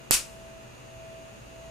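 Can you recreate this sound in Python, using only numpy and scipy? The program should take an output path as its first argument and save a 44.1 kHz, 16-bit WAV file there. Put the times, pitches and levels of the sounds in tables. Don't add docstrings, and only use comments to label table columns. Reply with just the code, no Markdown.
import sys
import numpy as np
from scipy import signal
from scipy.fft import rfft, irfft, next_fast_len
from scipy.io import wavfile
from scipy.ndimage import map_coordinates

SR = 44100
rng = np.random.default_rng(int(sys.argv[2]) if len(sys.argv) > 2 else 0)


def int16_out(signal):
    q = np.round(np.clip(np.atleast_2d(signal).T, -1, 1) * 32767)
    wavfile.write(sys.argv[1], SR, q.astype(np.int16))


N = 74970
TIME = np.arange(N) / SR
SPLIT = np.array([[.5], [-.5]])


def amp(db):
    return 10 ** (np.asarray(db) / 20)


def unit(x):
    return x / np.sqrt(np.mean(x ** 2) + 1e-20)


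def since(start):
    return np.maximum(TIME - start, 0)


def along(points, hz):
    freqs, values = np.transpose(points)
    return np.interp(np.log(hz + 1), np.log(freqs + 1), values)


def wobble(rate):
    knots = rng.standard_normal(int(N * rate / SR) + 4)
    return map_coordinates(knots, [TIME * rate])


def filtered(x, response):
    size = next_fast_len(N + SR // 2)
    return irfft(rfft(x, size) * response(np.fft.rfftfreq(size, 1 / SR)), size)[..., :N]


def eq_impulse(eq, size=512):
    cepstrum = irfft(np.log(amp(along(eq, np.fft.rfftfreq(size, 1 / SR)))))
    cepstrum[1:size // 2] *= 2
    cepstrum[size // 2 + 1:] = 0
    impulse = irfft(np.exp(rfft(cepstrum)))
    return impulse / np.linalg.norm(impulse)


def noise(gain, correlation):
    def mid_side_gain(hz):
        width = np.arccos(np.clip(along(correlation, hz), -1, 1)) / 2
        return gain(hz) * np.array([np.cos(width), np.sin(width)])
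    mid, side = filtered(rng.standard_normal((2, N)), mid_side_gain)
    return unit(np.array([mid + side, mid - side]))


# (frequency [Hz], relative level [dB])
BED_EQ = [(20, -20.5), (40, -5), (60, -13), (85, -10), (135, -7), (200, -11.5), (450, -12), (700, -14),
          (1200, -18), (2100, -22), (3100, -25), (5000, -30.5), (7500, -33.5), (11000, -37), (15000, -44.5)]
# (frequency [Hz], left-right correlation [-1..1])
BED_IMAGE = [(50, .7), (130, 0.53), (300, -0.25), (700, -0.48), (1400, -0.19), (3000, 0.03), (14000, 0.4)]
# (centre [Hz], half width [Hz], level [dB])
CIRCUIT_BANDS = [(2590, 73, -70.5), (6664, 140, -65)]

def hiss(bed_db=-48.5, top_hz=15100):
    bed = amp(bed_db) * noise(lambda hz: amp(along(BED_EQ, hz)) * (hz < top_hz), BED_IMAGE)
    for centre, width, db in CIRCUIT_BANDS:
        bed += amp(db) * noise(lambda hz: 1 / (1 + ((hz - centre) / width) ** 2), BED_IMAGE)
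    return bed


def rumble(peak_s=1.0, sigma_s=0.038, peak_db=-49.5, centre_hz=58, half_width_hz=14):
    band = noise(lambda hz: 1 / (1 + ((hz - centre_hz) / half_width_hz) ** 4), BED_IMAGE)
    swell = np.exp(-((TIME - peak_s) / sigma_s) ** 2 / 2)
    return amp(peak_db) * band * swell


# (pitch [Hz], level [dB], waver depth [0..1])
HUM_TONES = [(59, -60.5, 0.8), (120.3, -57, 0), (217.2, -65.5, 0.68), (375.6, -64.5, 0.48),
             (517, -68.5, 0.9), (583.4, -64, 0), (864, -83, 0), (974, -93.5, 1), (2420, -67, 0.7),
             (2508, -71, 0.6), (2590, -67.5, 0), (2673, -67.5, .3), (2847, -64.5, 0), (6450, -71, 0.5),
             (6400, -76, .4)]

def hum(hz_per_radian=500):
    tones = np.zeros((2, N))
    for hz, db, depth in HUM_TONES:
        stereo_phase = SPLIT * min(hz / hz_per_radian, 1.3) * rng.choice([-1, 1])
        carrier = np.exp(1j * (2 * np.pi * hz * TIME + stereo_phase))
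        waver = 1 + depth * (wobble(9.15) + 1j * wobble(8.98))
        tones += amp(db) * unit(np.real(waver * carrier))
    return tones


# (time [s], level [dB])
FAN_FADER = [(0, -2), (.4, -1.5), (1.1, 1.14), (1.7, 1)]

def fans(blade_hz=656.7, beat_hz=1.53, dip_s=.77, first_db=-53, second_db=-55.5, stereo_rad=0.65):
    phase = 2 * np.pi * blade_hz * TIME + stereo_rad * SPLIT
    drift = np.pi * beat_hz * (TIME - dip_s)
    pair = amp(first_db) * np.sin(phase + drift) - amp(second_db) * np.sin(phase - drift)
    return np.sqrt(2) * pair * amp(np.interp(TIME, *np.transpose(FAN_FADER)))


# (frequency [Hz], relative level [dB])
REVERB_EQ = [(60, -3), (150, -23), (330, -9.5), (600, -14.5), (850, -11), (1300, -6.5), (1900, -7.5),
             (2600, -1.5), (3300, -5.5), (4200, -3.5), (5300, -1), (7500, 0.5), (10200, -1), (12000, -6.5),
             (14300, -12.5), (15400, -17.5), (16200, -47)]
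# (frequency [Hz], left-right correlation [-1..1])
REVERB_IMAGE = [(100, 0.49), (1200, .25), (4000, 0.42), (14000, 0.45)]
# (frequency [Hz], left over right [dB])
REVERB_PAN = [(200, 6), (700, -8), (1300, 6), (2400, 2), (5000, 2), (14000, 0.5)]
# (frequency [Hz], T60 [s])
REVERB_DECAY = [(150, .3), (1000, 0.25), (3000, 0.24), (5500, 0.24), (9000, 0.21), (14000, 0.17)]

def room(level_db=-19, build_s=0.034, build_db=1.5, late_db=-25, late_t60=0.73, grain_db=0.3):
    echoes = noise(lambda hz: amp(along(REVERB_EQ, hz)), REVERB_IMAGE)
    echoes = filtered(echoes, lambda hz: amp(along(REVERB_PAN, hz) * SPLIT))
    echoes = unit(echoes * amp(grain_db * wobble(1800)))
    hz, frame_s, bands = signal.stft(echoes, SR, nperseg=256)
    past_peak = frame_s - SPARK_S - build_s
    build = amp(build_db * np.minimum(past_peak, 0) / build_s)
    fall_s = np.maximum(past_peak, 0)
    main = amp(-60 * fall_s / along(REVERB_DECAY, hz)[:, None])
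    late = amp(late_db - 60 * fall_s / late_t60)
    tail = signal.istft(bands * np.hypot(main, late) * build, SR, nperseg=256)[1][:, :N]
    fade_in = np.minimum(since(SPARK_S) / 0.0042, 1)
    return amp(level_db) * tail * fade_in


# (push [signed gain], push peak time [s], rebound [signed gain], rebound peak time [s])
PORT_SWINGS = [(-.36, 0.00027, .17, 0.00067), (.75, 0.00014, -0.29, 0.00083)]

def thump():
    age = since(SPARK_S)
    def lobe(peak_s):
        return (age / peak_s * np.exp(1 - age / peak_s)) ** 2
    return np.array([push * lobe(push_s) + rebound * lobe(rebound_s)
                     for push, push_s, rebound, rebound_s in PORT_SWINGS])


# (delay [s], left level [dB], right level [dB], T60 [s])
SNAP_TAPS = [(0, -2.5, 1, 0.0025), (.0017, -3.5, -14.5, 0.0018), (0.025, -17, -24, 0.00087),
             (.029, -14, -27, 0.0029)]
# (frequency [Hz], relative level [dB])
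ARC_EQ = [(100, -21), (1300, -12), (2500, -10), (3800, -16), (5000, -4.5), (6200, -2), (7500, -0.5),
          (10500, -3), (14000, -6), (16500, -33)]
# (pitch [Hz], level [dB], T60 [s])
PORT_RINGS = [(5010, -7.5, 0.0054), (7760, -12, 0.0039), (11000, -30, .002)]
SPARK_S = .1097

def spark(arc_db=-1.5):
    arc, ring = np.zeros((2, N)), np.zeros((2, N))
    for delay, left_db, right_db, t60 in SNAP_TAPS:
        age = since(SPARK_S + delay)
        gain = amp([[left_db], [right_db]])
        arc += gain * (age > 0) * amp(arc_db - 60 * age / t60) * rng.choice([-1, 1], N)
        for hz, db, ring_t60 in PORT_RINGS:
            ring += gain * amp(db - 60 * age / ring_t60) * np.sin(2 * np.pi * hz * age)
    crack = signal.fftconvolve(arc, eq_impulse(ARC_EQ)[None], axes=1)[:, :N]
    return crack + ring


def scene():
    return spark() + thump() + room() + hiss() + rumble() + hum() + fans()


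def record(dry):
    ceiling, cutoff_hz, slope_width_hz = .95, 16400, 600
    clipped = dry / (1 + np.abs(dry / ceiling) ** 6) ** (1 / 6)
    return filtered(clipped, lambda hz: np.clip((cutoff_hz - hz) / slope_width_hz + .5, 0, 1))


dry = scene()
out = record(dry)
int16_out(out)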